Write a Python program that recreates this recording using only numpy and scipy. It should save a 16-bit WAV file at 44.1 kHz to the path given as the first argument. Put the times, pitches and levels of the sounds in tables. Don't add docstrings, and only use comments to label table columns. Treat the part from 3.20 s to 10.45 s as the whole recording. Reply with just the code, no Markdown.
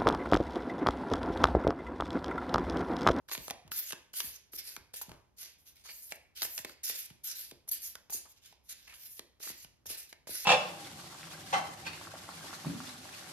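import sys
import numpy as np
from scipy import signal
from scipy.fft import rfft, irfft, next_fast_len
from scipy.io import wavfile
from scipy.ndimage import uniform_filter1d

SR = 44100
rng = np.random.default_rng(int(sys.argv[2]) if len(sys.argv) > 2 else 0)


def wav_out(sig):
    wavfile.write(sys.argv[1], SR, np.round(np.clip(np.atleast_2d(sig).T, -1, 1) * 32767).astype(np.int16))


N = 319725
SIZE = next_fast_len(N + SR)
HZ = np.arange(SIZE // 2 + 1) * SR / SIZE


def undb(db):
    return 10 ** (np.asarray(db) / 20)


def level(x, db):
    return x * undb(db) / np.sqrt(np.mean(x ** 2))


def colour(x, points):
    hz, db = np.transpose(points)
    gain = undb(np.interp(np.log(HZ + 1), np.log(hz), db))
    return irfft(rfft(x, SIZE) * gain, SIZE)[..., :N]


def walk(rate):
    hold = int(SR / rate)
    steps = np.repeat(rng.standard_normal(N // hold + 1), hold)
    return uniform_filter1d(steps, hold)[:N]


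def ring(x, hz, sharp):
    b, a = signal.iirpeak(np.clip(hz, 30, 9000), sharp, SR)
    return signal.lfilter(b, a, x)


def bursts(s, db, hz, length, sharp, rise, knock_db, size):
    out, t = np.zeros((2, N + size)), np.arange(size) / SR
    for start, peak_db, pitch, fade_s, q in zip(*np.broadcast_arrays(s, db, hz, length, sharp)):
        attack = np.minimum(t / (rise * fade_s), 1) ** 2
        fade = np.exp(-np.log(100) * t / max(fade_s, .001))
        burst = rng.standard_normal((2, size)) * attack * fade
        knock_band = signal.butter(1, [pitch / 4, min(pitch * 3, 15000)], "band", fs=SR)
        knock = undb(knock_db) * signal.lfilter(*knock_band, burst)
        body = ring(ring(burst, pitch, max(q, .5)), pitch, 1.0) + knock
        i = int(start * SR)
        out[:, i:i + size] += undb(peak_db) * body / abs(body).max(axis=1, keepdims=True)
    return out[:, :N]


# (frequency [Hz], relative level [dB per Hz])
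AIR_COLOUR = [(25, -30), (45, -10), (68, -6.5), (110, -13.5), (300, -20.5), (1000, -27), (2500, -39),
              (6000, -40), (15000, -47)]
AIR_DB = -73


def air():
    return level(colour(rng.standard_normal((2, N)), AIR_COLOUR), AIR_DB)


# (band centre [Hz], time to fade by 60 dB [s], level [dB])
ROOM_BANDS = [(114.5, 0.52, -2), (302, 0.37, 2.5), (491, 0.4, 3), (820, 0.39, 3.5), (2080, 0.52, 0.5),
              (4160, 0.44, -4.5), (8300, 0.34, -9.5), (13200, 0.25, -20.5)]


def room(x):
    t, tail = np.arange(SR) / SR, 0
    for hz, t60, db in ROOM_BANDS:
        edges = [hz / 2 ** .5, min(hz * 2 ** .5, .45 * SR)]
        band = signal.butter(2, edges, "band", fs=SR, output="sos")
        arrival = np.clip((t - .003) / 0.00072, 0, 1)
        fade = np.exp(-np.log(1000) * t / t60) * arrival
        noise = signal.sosfilt(band, rng.standard_normal((2, SR)))
        tail = tail + undb(db) * noise * fade / np.sqrt(np.sum(fade ** 2))
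    return irfft(rfft(x, SIZE * 2) * rfft(tail, SIZE * 2))[:, :N]


# (time [s], peak level [dB], starting pitch [Hz], table boom level [dB])
PALM_THUDS = [(0.178, -40.5, 500, -47.5), (0.311, -52, 750, -57), (0.45, -52.5, 300, -49.5),
              (0.73, -39, 697, -82), (1.043, -50, 447, -52), (1.335, -48, 750, -59),
              (1.573, -49.5, 604, -56), (1.883, -46.5, 355, -45), (1.917, -49, 590, -53.5),
              (2.921, -43, 950, -80), (3.223, -46.5, 775, -53), (3.396, -54.5, 336, -67),
              (3.448, -41.5, 730, -72), (3.7, -47, 930, -75), (3.908, -49, 300, -58), (4.32, -44, 750, -59),
              (4.519, -51.5, 644, -80), (4.898, -64, 700, -70), (4.947, -46.5, 720, -59),
              (5.994, -44.5, 840, -74), (6.269, -48.5, 760, -57), (6.301, -47.5, 543, -61),
              (6.448, -55.5, 298, -61), (6.659, -57, 650, -54), (6.703, -44.5, 776, -59),
              (7.092, -39, 846, -51.5)]
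SINK_CYCLES, FADE_CYCLES = 1.77, 2.12
TABLE_HZ = 77.3


def thuds():
    size = 4096
    palm, t = np.zeros(N + size), np.arange(size) / SR
    for s, db, hz, _ in PALM_THUDS:
        cycles = t * hz
        fade = np.sqrt(cycles) * np.exp(-cycles / FADE_CYCLES)
        wave = fade * np.sin(2 * np.pi * SINK_CYCLES * np.log1p(cycles / SINK_CYCLES))
        i = int(s * SR)
        palm[i:i + size] += undb(db) * wave / abs(wave).max()
    s, _, _, boom_db = np.transpose(PALM_THUDS)
    boom = bursts(s + 0.006, boom_db, TABLE_HZ, 0.17, sharp=0.78, rise=0.058, knock_db=-8.5, size=16384)
    return palm[:N] * [[1], [0]] + boom


# (time [s], level before the stutter [dB], ring [Hz], length [s])
EDGE_DRAGS = [(1.903, -51, 1000, 0.26), (2.647, -49, 1180, 0.054), (2.663, -50, 2140, 0.013),
              (2.684, -39.5, 2230, 0.051), (2.698, -49, 2350, 0.074), (5.05, -47, 1000, 0.045),
              (5.669, -42, 2140, 0.068), (5.69, -43, 2380, 0.061), (5.671, -57, 1140, 0.046),
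              (5.723, -47, 1150, 0.032), (5.718, -41.5, 2260, 0.048), (5.733, -42.5, 2700, 0.058)]


def scuffs():
    drags = bursts(*np.transpose(EDGE_DRAGS), sharp=2.8, rise=0.15, knock_db=-9, size=16384)
    return drags * undb(3.2 * walk(120))


# (time [s], peak level [dB], ring [Hz], treble crack against that peak [dB])
EDGE_SLAPS = [(0.085, -38, 1590, -13), (0.094, -38.5, 910, -1), (0.113, -24, 1280, -16),
              (0.119, -27, 2070, -29), (0.131, -33, 1930, 4), (0.149, -24, 1900, -22),
              (0.177, -35.5, 607, 7), (0.28, -31, 596, 1.5), (0.299, -28.5, 2200, -21),
              (0.307, -25, 770, 1.5), (0.477, -45, 1080, -1.5), (0.516, -26, 1390, -27),
              (0.705, -32, 2100, -7.5), (0.721, -25, 3060, -24.5), (0.729, -24.5, 1440, -32),
              (0.937, -37.5, 1640, -28), (1.002, -21.5, 3050, 4.5), (1.333, -41, 393, -1),
              (1.564, -30.5, 1520, 2), (1.738, -39.5, 506, -17), (1.813, -34.5, 980, -8),
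              (1.892, -39.5, 910, -11), (1.915, -36.5, 620, -17.5), (2.913, -36, 3750, -10),
              (2.92, -22.5, 2300, -36), (3.219, -18.5, 3700, 0.5), (3.229, -27.5, 1690, 9),
              (3.249, -28, 2040, -19.5), (3.378, -23.5, 2730, 3.5), (3.387, -31, 1980, -6),
              (3.447, -25.5, 2050, -2.5), (3.451, -38.5, 1070, -6), (3.494, -39, 1470, -6),
              (3.696, -30, 2180, -9), (3.901, -39, 1880, -13), (4.311, -39, 3120, 0),
              (4.089, -51.5, 1900, -10), (4.477, -47, 605, -63), (4.753, -34, 1400, 2.5),
              (4.783, -51, 1100, -30), (4.897, -39, 427, -1), (4.922, -43, 830, -3),
              (5.325, -48.5, 870, -2), (5.52, -51, 4050, 10), (5.993, -37, 1820, 8), (6.201, -45, 450, -23),
              (6.239, -45, 680, -17), (6.273, -33, 1980, -20), (6.3, -41, 960, -13),
              (6.445, -38.5, 2530, -4), (6.656, -40.5, 540, -19), (6.926, -30.5, 1840, -22),
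              (7.07, -37, 585, -6)]
SLAP_S, CRACK_S = 0.01, 0.0049


def slaps():
    s, db, hz, crack_db = np.transpose(EDGE_SLAPS)
    body = bursts(s, db, hz, SLAP_S, sharp=3.6, rise=0.25, knock_db=-3.0, size=2048)
    crack = bursts(s, db + crack_db, 4400, CRACK_S, sharp=1.0, rise=0.25, knock_db=-1.5, size=2048)
    return body + crack


def grit(spread_db):
    sizes_db = spread_db * np.minimum(rng.exponential(size=N), 4)
    return rng.standard_normal((2, N)) * undb(sizes_db)


def patchy(x, depth_db, rate):
    spectrum, out = rfft(x, SIZE), 0
    place = np.clip(5 * np.log2(HZ / 1000 + 1e-9), 1, 19)
    for band in range(1, 20):
        share = np.clip(1 - abs(place - band), 0, 1)
        out = out + undb(depth_db * walk(rate)) * irfft(spectrum * share, SIZE)[:, :N]
    return out


# (frequency [Hz], relative level [dB per Hz])
SCRAPE_COLOUR = [(150, -30), (400, -14.5), (1000, -18), (1500, -5), (2200, 0), (3500, 4), (5500, 5.5),
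                 (8000, 0), (12000, -9.5)]
NICKS_PER_S, NICKS_DB = 500, -4


def nicks():
    snags = (rng.random(N) < NICKS_PER_S / SR) * undb(11 * rng.random(N))
    tick = rng.standard_normal((2, 48)) * np.exp(-np.arange(48) / 12)
    ticks = signal.oaconvolve(snags[None], tick)[:, :N]
    return level(colour(ticks, SCRAPE_COLOUR), NICKS_DB)


# (frequency [Hz], relative level [dB per Hz])
HISS_COLOUR = [(3000, -39.5), (5500, -9), (8500, -1), (11500, 0), (13000, 5.5), (15800, -2)]
# (touch time [s], swell [s], ease [s],
# hiss level at the crest before the catching [dB], sag until the lift [dB], scrape against the hiss [dB])
FACE_RUBS = [(0.079, 0.018, 0.025, -56.5, -6, 1), (0.118, 0.017, 0.037, -33, 23, -10),
             (.155, 0.014, 0.14, -54.5, -3.5, -8.5), (0.51, 0.015, 0.076, -45.5, 3.5, -5),
             (.55, 0.035, 0.052, -37.5, 27, -11.5), (.612, 0.019, 0.078, -47, -8, -10),
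             (0.931, 0.074, 0.089, -41.5, 43, -5), (1.023, 0.023, 0.12, -44.5, 12, -6.5),
             (1.316, 0.025, 0.024, -45, -3.5, -14), (1.364, 0.037, 0.036, -40, 44, -6),
             (1.413, 0.075, 0.1, -44, 21, -9), (1.734, 0.0078, 0.0081, -42, 2.5, -10.5),
             (1.755, 0.009, 0.042, -39, 14, -12.5), (1.811, 0.009, 0.013, -37.5, 14, -10),
             (2.163, 0.056, 0.12, -47.5, 23, -4), (2.375, 0.024, 0.05, -62.5, 9, -32),
             (2.449, 0.035, 0.059, -55, 25.5, -7.5), (2.55, 0.016, 0.096, -64.5, 21, 0.5),
             (2.634, 0.024, 0.06, -58, 4.5, 4), (2.693, 0.067, 0.2, -47.5, 8, -19.5),
             (2.885, 0.03, 0.02, -46, 19, -13.5), (3.148, 0.027, 0.04, -50.5, 0.5, 1),
             (3.221, 0.013, 0.069, -34.5, 30.5, -8.5), (3.28, 0.063, 0.074, -44.5, 4, -20),
             (3.385, .01, 0.058, -53.5, 18, -3), (3.46, 0.02, 0.055, -65, 0, 4),
             (3.631, 0.0072, 0.074, -36, 7.5, -10.5), (3.66, 0.023, 0.076, -41, 8, -4),
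             (3.735, 0.024, 0.055, -39.5, 2, -13.5), (3.815, 0.0094, 0.036, -44, -0.5, -16.5),
             (4.034, 0.018, 0.035, -38, 1.5, -12), (4.075, 0.039, 0.027, -37.5, 18, -10.5),
             (4.14, 0.038, 0.13, -42, 15.5, -11.5), (4.474, 0.0095, 0.0076, -49, -17.5, -21),
             (4.511, 0.0055, 0.063, -34, 8.5, -14), (4.591, 0.066, 0.074, -40, 19, -15.5),
             (4.899, 0.0076, 0.011, -36.5, 4, -17), (4.921, 0.014, 0.12, -31.5, 38.5, -18.5),
             (5.07, 0.049, 0.021, -59.5, 25, -11.5), (5.155, 0.019, 0.033, -78.5, 27, 17),
             (5.21, 0.053, 0.1, -63, 25.5, 4), (5.429, 0.046, .008, -65, 0, -12),
             (5.482, 0.027, 0.017, -46, -4, -8), (5.55, 0.015, 0.16, -68.5, -2, 2),
             (5.733, 0.0062, 0.13, -59.5, -4, -6.5), (5.82, 0.052, 0.089, -50.5, -2, -24),
             (5.957, 0.026, 0.0082, -50.5, 9.5, -10), (6.195, 0.01, 0.03, -59, -13.5, -2),
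             (6.223, 0.052, 0.041, -41, 1, -7.5), (6.32, 0.01, 0.11, -57, -1.5, -8.5),
             (6.655, 0.014, 0.012, -38.5, 11, -14), (6.676, 0.035, 0.041, -43.5, 2.5, -4.5),
             (6.765, 0.024, 0.098, -41.5, 30, -13), (6.886, 0.012, 0.024, -54.5, 13, -6),
             (7.069, 0.0068, 0.085, -46, -3, -9), (7.129, 0.038, 0.035, -40.5, 8, -8),
             (7.186, 0.026, .05, -43, -4, -8.5)]
SWELL_DB = 8.5
ROUNDNESS = 1.265
GRIP_SHARE, STRUCK_GRIP_S, LIFT_S = 0.49, 0.0047, 0.0095


def slides():
    time = np.arange(N) / SR
    hiss_power, scrape_power = np.zeros(N), np.zeros(N)
    for s, swell, ease, hiss_db, sag_db, scrape_db in FACE_RUBS:
        crest, lift = s + swell, s + swell + ease
        near = slice(int(s * SR), int((lift + LIFT_S) * SR))
        t = time[near]
        struck = min(abs(slap[0] - s) for slap in EDGE_SLAPS) < .01
        grip_s = STRUCK_GRIP_S if struck else GRIP_SHARE * swell
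        touch = np.clip(np.minimum((t - s) / grip_s, (lift - t) / LIFT_S + 1), 0, 1)
        away = np.interp(t, [s, crest, lift], [1, 0, 1]) ** ROUNDNESS
        under_db = away * np.where(t < crest, SWELL_DB, sag_db)
        hiss_power[near] += (touch * undb(hiss_db - under_db)) ** 2
        scrape_power[near] += (touch * undb(hiss_db + scrape_db - under_db)) ** 2
    catch = undb(1.5 * walk(60) + 1.5 * walk(250))
    slips = patchy(grit(spread_db=2.2), depth_db=4.6, rate=22)
    hiss = np.sqrt(hiss_power) * level(colour(slips, HISS_COLOUR), 0)
    scrape = np.sqrt(scrape_power) * (level(colour(slips, SCRAPE_COLOUR), 0) + nicks())
    return catch * (hiss + scrape)


# (frequency [Hz], phase the left one leads by [rad],
# likeness [0-1], left minus right level [dB])
PORT_CURVES = [(60, 0, 0.7, -0.5), (199, 1, 0.13, -1), (634, 0.2, 0.26, -1.5), (1980, -1.14, 0.4, 0.5),
               (4260, -2, 0.32, -2.5), (6540, -2.5, 0.5, -5), (8025, -3, 1, 2), (10560, -1, 1, -1.5),
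               (12450, 0.62, 1, 0.5), (14020, 2, 0.95, -1), (14550, np.pi, 1, 1.5)]


def ports(shared, apart):
    hz, *columns = np.transpose(PORT_CURVES)
    lead, like, pan_db = (np.interp(HZ, hz, column) for column in columns)
    like, side = np.clip(like, 0, 1), np.array([[1], [-1]])
    common = np.sqrt((1 + like) / 2) * rfft(shared, SIZE)
    opposed = side * np.sqrt((1 - like) / 2) * rfft(apart, SIZE)
    shift = np.exp(.5j * side * lead) * undb(side * pan_db / 2)
    return irfft((common + opposed) * shift, SIZE)[:, :N]


def scene():
    blows = (thuds() + scuffs() + slaps()) * undb([[0], [-5]])
    rubs = slides()
    wet = room(rubs + undb(-8.5) * blows)
    shared, apart = air() + wet + blows + rubs
    return ports(shared, apart)


TOP_HZ = 15750


def record(dry):
    low_pass = signal.ellip(10, .2, 80, TOP_HZ, fs=SR, output="sos")
    return signal.sosfilt(low_pass, dry)


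dry = scene()
out = record(dry)
wav_out(out)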